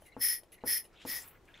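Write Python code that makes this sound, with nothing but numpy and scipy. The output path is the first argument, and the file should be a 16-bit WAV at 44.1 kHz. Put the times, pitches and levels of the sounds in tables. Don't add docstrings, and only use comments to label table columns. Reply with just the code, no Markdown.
import sys
import numpy as np
from scipy import signal
from scipy.fft import rfft, irfft
from scipy.io import wavfile
from scipy.ndimage import uniform_filter1d

SR = 44100
rng = np.random.default_rng(int(sys.argv[2]) if len(sys.argv) > 2 else 0)


def ratio_of_db(decibels):
    return 10 ** (np.asarray(decibels, float) / 20)


def dump_mix(stems):
    frames = np.atleast_2d(stems).T
    limited = np.clip(frames, -1, 1)
    pcm = np.round(limited * 32767).astype(np.int16)
    wavfile.write(sys.argv[1], SR, pcm)


N = 70560


def evened(x):
    return x / np.sqrt(np.mean(x ** 2) + 1e-20)


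def read(points, hz):
    f, value = np.transpose(points)
    return np.interp(np.log(hz + 1), np.log(f + 1), value)


def add(mix, start_s, sound):
    part = mix[:, max(round(start_s * SR), 0):][:, :sound.shape[1]]
    part += sound[:, :part.shape[1]]


def pair(size, same, pan_db):
    left, other = rng.standard_normal((size, 2)).T
    same = np.clip(same, 0, 1)
    right = same * left + np.sqrt(1 - same ** 2) * other
    return np.array([left, right]) * ratio_of_db(np.array([[pan_db / 2], [-pan_db / 2]]))


def ring(x, hz, width_hz):
    b, a = signal.iirpeak(min(hz, SR / 2.2), hz / width_hz, SR)
    return signal.lfilter(b, a, x) / np.sqrt(np.pi * width_hz / SR)


def coloured(x, db):
    size = x.shape[-1]
    return irfft(rfft(x) * ratio_of_db(db(np.fft.rfftfreq(size, 1 / SR))), size)


def flutter(size, hz):
    noise = uniform_filter1d(rng.standard_normal(size), 40)
    return evened(signal.lfilter([1], [1, -np.exp(-2 * np.pi * hz / SR)], noise))


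def hump(t, length_s, rise):
    u = np.clip(t / length_s, 0, 1)
    return np.minimum(u / rise, 1) * np.cos(np.pi / 2 * u) ** 0.79


KNOCK_TIMES = [
    .1664,
    .638,
    1.0514,
]
KNOCK_LEVELS = [
    -31.5,
    -28,
    -30.5,
]
# pitch_hz, level_db, fade_60db_s
BODY_NOTES = [(98.749, -15.5, 0.072), (243.2, -19.5, 0.19), (267.8, 0, 0.13), (454, -2.5, 0.028),
              (486, 1, 0.061), (659, 10, 0.012), (812, 0.5, 0.032), (892, -7.5, 0.03037),
              (1490, -16, 0.033)]
# pitch_hz, level_db
RATTLE_TONE = [(50, -18), (100, -0.5), (170, -8), (260, -5), (480, -7), (900, -16), (1500, -16.5),
               (4000, -42.5)]


def knock(db):
    t = np.arange(0, .25, 1 / SR)
    body = 0
    for hz, level_db, t60_s in BODY_NOTES:
        body = body - ratio_of_db(level_db - 60 * t / t60_s) * np.sin(2 * np.pi * hz * t)
    body = body * (1 - np.exp(-t / 0.0004867))
    body = body / abs(body).max() * ratio_of_db(np.array([[1.4], [-1.4]]))
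    rattle = evened(coloured(pair(len(t), 0.91, 1.64), lambda hz: read(RATTLE_TONE, hz)))
    rattle = rattle * np.minimum(t / 0.002, 1)
    return ratio_of_db(db) * (body + rattle * ratio_of_db(-20 - 60 * t / 0.45))


# time_s, level_db
AIR_FLOW = [
    [(.17, -96), (.216, -36.5), (.238, -29), (.342, -36.5), (.386, -52), (.428, -82.5), (.436, -68),
     (.47, -95.5)],
    [(.64, -87), (.662, -48), (.68, -33.5), (.73, -30.5), (.786, -37.5), (.844, -70), (.856, -61.5),
     (.9, -98)],
    [(1.055, -67), (1.065, -55.5), (1.079, -45.5), (1.105, -39), (1.172, -41.5), (1.18, -44.5),
     (1.21, -55.5), (1.24, -66)],
]
STROKE_PITCH = [
    (1.001, 1.001),
    (1.002, 1.001),
    (1.019, .99),
]
# tube_db, middle_db, high_db, jet_db, left_right_db
STROKE_BALANCE = [
    (0, 4.5, 2.5, 9, 1.5),
    (0, 3, 1, 7, 1.5),
    (3, 0, -3.5, 16.5, 3),
]
# pitch_hz, width_hz, level_db, left_right_db
VALVE_RINGS = [(1915, 60.12, -12, 10), (1835, 120, -12.5, 4.5), (2170, 392.16, -14, -1),
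               (3313, 500, -18, -2), (4346, 260, -21.5, -1.5), (5267, 100, -11, 0), (5191, 222.3, -12, 3),
               (5540, 785, -13.5, 2), (10500, 94, -11, -7), (10590, 63, -6.5, -1.5),
               (10500, 410, -2.5, 1.5), (11065, 650, -1, -3), (13604, 280, -4, 0.5),
               (13240, 440, -11.5, 14), (14500, 500, -13.5, 3), (15550, 200, -20.5, 2.5)]
# pitch_hz, level_db
JET_TONE = [(300, -46.5), (1500, -31.5), (4000, -58), (7600, -43), (9000, -32.5), (12300, -25.5),
            (13500, -15), (15500, -26.5)]
# pitch_hz, likeness_0_to_1
NEAR_LIKENESS = [(1900, .98), (5000, .95), (10500, .96), (14000, .85)]


def vent(curve, tune, tube_db, middle_db, high_db, jet_db, pan_db):
    time_s, level_db = np.transpose(curve)
    t = np.arange(time_s[0], time_s[-1], 1 / SR)
    size = len(t)
    flow_db = np.interp(t, time_s, level_db)
    under_db = np.maximum(flow_db - level_db.max(), -30) * (t > time_s[level_db.argmax()])
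    tube_growth, broad_growth, high_growth = -0.11, 0.062, 0.22
    jet = coloured(pair(size, 1.0, -2.5 + pan_db), lambda hz: read(JET_TONE, hz) + 9 + jet_db)
    air = jet * ratio_of_db(broad_growth * under_db)
    for hz, width_hz, ring_db, ring_pan_db in VALVE_RINGS:
        band = int(hz > 3800) + int(hz > 8000)
        hz = hz * (*tune, 1)[band]
        growth = tube_growth * (band == 0) + high_growth * (hz > 11000)
        growth = growth + broad_growth * (width_hz > 380)
        noise = pair(size, read(NEAR_LIKENESS, hz), ring_pan_db + pan_db)
        tone = ring(ring(noise, hz, 2.68 * width_hz), hz, width_hz)
        tone = tone * np.sqrt(np.pi * 3.6 * width_hz / SR)
        tone_db = ring_db + (tube_db, middle_db, high_db)[band] + growth * under_db
        air = air + tone * ratio_of_db(tone_db + 0.85 * flutter(size, 24.5))
    edge = np.clip(np.minimum(t - time_s[0], time_s[-1] - t) / 0.0033, 0, 1)
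    return air * edge * ratio_of_db(flow_db - 1.0 - flutter(size, 118.6))


# start_s, length_s, level_db, brightness_db, rise_share_0_to_1
HANDLE_RETURNS = [
    (.003, 0.06, -80.5, 16.5, .15),
    (0.046, 0.048, -62.5, 5.5, .45),
    (0.518, 0.043, -61, 5, .05),
    (0.577, 0.02123, -71.5, -20, .05),
    (0.605, 0.062, -70.5, -14, .05),
    (0.838, 0.038, -69, 9.5, .05),
]
# pitch_hz, width_hz, level_db
INLET_RINGS = [(2050, 150, -4), (2380, 150, -8.5), (2831, 100, -7.5), (3955, 290, -8), (6300, 400, -18),
               (9200, 510, -28), (10230, 430, -4.5), (12600, 4400, -9)]


def suck(length_s, db, bright_db, rise):
    t = np.arange(0, length_s, 1 / SR)
    air = 0
    for hz, width_hz, ring_db in INLET_RINGS:
        level_db = ring_db + bright_db * (hz > 5000) + 3.653 * flutter(len(t), 36)
        air = air + ratio_of_db(level_db) * ring(pair(len(t), 0.91, 0.83), hz, width_hz)
    return air * hump(t, length_s, rise) * ratio_of_db(db + 1.9 * flutter(len(t), 150))


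# start_s, length_s, level_db, from_hz, to_hz
SEAL_SQUEAKS = [(.06, 0.055, -61.5, 2008, 2095), (.116, 0.03, -60, 2135, 2064),
                (.118, 0.024, -67.5, 3900, 4130), (.012, 0.044, -73.5, 3150, 3045),
                (.135, .03, -68.5, 2800, 2713), (.93, 0.042, -96, 2080, 1980),
                (.522, 0.071, -65, 2140, 1910), (.581, 0.01684, -58.5, 2050, 1933),
                (.605, 0.028, -76.5, 2290, 2136), (.962, 0.052, -69, 2620, 2660),
                (1.003, 0.047, -63, 3800, 4170), (1.01, 0.038, -64, 3250, 3410),
                (1.49, 0.04, -65.5, 1660, 1670)]


def squeak(length_s, db, from_hz, to_hz):
    t = np.arange(0, length_s, 1 / SR)
    settle = 400
    r = np.exp(-np.pi * 200 / SR)
    fuzz = pair(len(t) + settle, 0.73, 2.9) + 1j * pair(len(t) + settle, 1.0, 0.87)
    for _ in range(2):
        fuzz = signal.lfilter([1 - r], [1, -r], fuzz)
    turns = np.cumsum(from_hz + (to_hz - from_hz) * t / length_s) / SR
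    tone = (fuzz[:, settle:] * np.exp(2j * np.pi * turns)).real
    return ratio_of_db(db) * evened(tone) * hump(t, length_s, 0.25)


def grainy(size):
    grains_per_s, spread_db = 860, 1
    sizes = ratio_of_db(spread_db * np.minimum(rng.exponential(1, size), 4))
    hits = (rng.random(size) < grains_per_s / SR) * sizes
    return evened(2.7 + signal.lfilter([1], [1, -.99], hits))


# start_s, length_s, level_db, from_hz, to_hz
GLOVE_RUSTLES = [(0.896, 0.2, -69.5, 1660, 2100), (.985, 0.16, -61.5, 2300, 1800),
                 (0.93, 0.11, -76, 4200, 4550), (0.986, 0.16, -67, 5500, 5400),
                 (1.04, 0.22, -53.5, 4700, 5600), (1.198, 0.051, -51, 9800, 11300),
                 (1.24, 0.089, -55.5, 15000, 18000), (1.229, 0.16, -60, 20000, 26000),
                 (1.045, 0.35, -65.5, 660, 1400), (1.175, 0.23, -64.5, 2821, 1500),
                 (1.463, 0.088, -69.5, 1760, 1700), (1.527, 0.13, -60.5, 1970, 2100),
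                 (1.458, 0.12, -82.5, 11000, 12000)]
# start_s, length_s, level_db, from_hz, to_hz
FINGER_SCRAPES = [(1.07, 0.15, -49.5, 4540, 6000), (0.95, 0.13, -58, 3040, 3100),
                  (1.347, 0.037, -65, 1700, 1804), (1.475, 0.054, -68, 2700, 2698),
                  (1.542, 0.03944, -71, 2900, 3959), (1.541, 0.082, -74, 5830, 5897),
                  (1.558, 0.04876, -64, 1512, 1300), (1.564, 0.036, -67, 3300, 3360),
                  (1.258, 0.064, -61, 13400, 14000)]


def rustles():
    frames, hz = N // 64 + 5, np.fft.rfftfreq(256, 1 / SR)[:, None] + 1
    t, power = np.arange(frames) * 64 / SR, 0
    for table, octaves in ((GLOVE_RUSTLES, 0.6), (FINGER_SCRAPES, 0.25)):
        for start_s, length_s, db, from_hz, to_hz in table:
            centre = from_hz * (to_hz / from_hz) ** np.clip((t - start_s) / length_s, 0, 1)
            shape = np.exp(-(np.log2(hz / centre) / octaves) ** 2)
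            loudness = ratio_of_db(db) * hump(t - start_s, length_s, 0.22)
            power = power + shape / shape.mean(0) * loudness ** 2
    z = signal.stft(pair(N + 256, 0.98, 0.63), nperseg=256, noverlap=192)[2][:, :, :frames]
    patches = uniform_filter1d(rng.standard_normal((frames, len(hz))).T, size=3, axis=0)
    patches = evened(uniform_filter1d(patches, size=12, axis=1))
    z = z * np.sqrt(power) * ratio_of_db(2.5 * patches)
    x = signal.istft(z, nperseg=256, noverlap=192)[1][:, :N]
    return x * ratio_of_db(-flutter(N, 40)) * grainy(N)


# start_s, level_db, pitch_hz
TAPS = [(.436, -69, 8900), (0.525, -54, 10500), (.542, -54, 11400), (0.567, -74, 11170), (.853, -61, 2896),
        (1.285, -55, 10200), (1.5415, -54, 3470), (.582, -62, 2050), (1.576, -58, 3417), (.105, -76, 4300),
        (1.488, -61, 1620)]


def tick(db, hz):
    t = np.arange(0, .04, 1 / SR)
    strike = 9.9 * (t == 0) + 0.52 * pair(len(t), 0.89, 1.5)
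    once = ring(ratio_of_db(db - 60 * t / 0.034) * strike, hz, 0.12386 * hz)
    return ring(once, hz, 0.19 * hz) * np.sqrt(hz / SR)


# start_s, level_db, pitch_hz
SNAPS = [(.521, -62, 9500), (.583, -74, 6000), (.021, -52, 645), (.432, -53, 520), (.852, -53.5, 473),
         (1.541, -71, 6000), (.02, -81, 3000), (.434, -61.5, 3485), (.93, -66, 4500), (1.051, -58, 6000),
         (1.285, -56.5, 9400), (1.4535, -66, 7986), (1.576, -66, 7000)]


def click(db, hz):
    t = np.arange(0, .02, 1 / SR)
    once = ring(ratio_of_db(db - 60 * t / 0.024) * pair(len(t), 1.0, 1.4), hz, 0.76 * hz)
    return ring(once, hz, 1.44 * hz) * np.sqrt(4.9 * hz / SR)


def room(x):
    t = np.arange(round(.3 * SR)) / SR
    signs = rng.choice([-1., 1.], (len(t), 3)).T
    present = rng.random((len(t), 3)).T < .05
    taps = signs * present * ratio_of_db(-60 * t / 0.10809) * (t > .003)
    taps = taps[0] + .6 * taps[1:]
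    return signal.fftconvolve(x, taps / np.linalg.norm(taps[0]), axes=1)[:, :N]


# pitch_hz, lead_radians
LEFT_LEAD = [(3000, 0), (8000, -0.32), (10500, -1.2), (14500, -0.9)]


def ports(x):
    turn = np.exp(.5j * read(LEFT_LEAD, np.fft.rfftfreq(N, 1 / SR)))
    return irfft(rfft(x) * np.array([turn, 1 / turn]), N)


# pitch_hz, level_db
GARAGE_TONE = [(18, -1), (35, -2.5), (120, -7.5), (240, -13.5), (350, -7.5), (1000, -18), (3600, -30.5),
               (15500, -41)]
# pitch_hz, likeness_0_to_1
GARAGE_LIKENESS = [(40, .86), (500, .85), (3000, .7), (12000, .5)]


def garage():
    a, b = rng.standard_normal((N, 2)).T
    hz = np.fft.rfftfreq(N, 1 / SR)
    same, left = np.clip(read(GARAGE_LIKENESS, hz), 0, 1), rfft(a)
    right = same * left + np.sqrt(1 - same ** 2) * rfft(b)
    z = np.array([left, right]) * ratio_of_db(read(GARAGE_TONE, hz)) * (hz > 18)
    level = ratio_of_db(-62.5 + 0.87 * flutter(N, 0.9))
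    return level * evened(irfft(z, N)) * ratio_of_db(np.array([[.6], [-.6]]))


def scene():
    near, thumps = rustles(), np.zeros((2, N))
    strokes = zip(KNOCK_TIMES, KNOCK_LEVELS, AIR_FLOW, STROKE_PITCH, STROKE_BALANCE)
    for start_s, db, curve, tune, balance in strokes:
        add(thumps, start_s, knock(db))
        add(near, curve[0][0], vent(curve, tune, *balance))
    for table, source in ((HANDLE_RETURNS, suck), (SEAL_SQUEAKS, squeak), (TAPS, tick), (SNAPS, click)):
        for start_s, *settings in table:
            add(near, start_s, source(*settings))
    reflections = room(ratio_of_db(-6) * near + ratio_of_db(-12) * thumps)
    return ports(near + thumps + reflections) + garage()


def band_limit(x):
    return signal.sosfilt(signal.butter(12, 16190, fs=SR, output="sos"), x)


def record(dry):
    duck_from_db, duck_share, recover_db_per_s = -37, 0.27, 33.5
    power_db = 10 * np.log10(abs(uniform_filter1d((dry ** 2).mean(0), 800)) + 1e-12)
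    fall_db = np.arange(N) * recover_db_per_s / SR
    held_db = np.maximum.accumulate(power_db + fall_db) - fall_db
    over_db = np.maximum(held_db - duck_from_db, 0)
    x = dry / ratio_of_db(duck_share * uniform_filter1d(over_db, 600))
    low_pass = signal.firwin(511, 15690, window=("kaiser", 9), fs=SR)
    mix = signal.oaconvolve(x, low_pass[None], "same")
    return band_limit(mix)


dry = scene()
out = record(dry)
dump_mix(out)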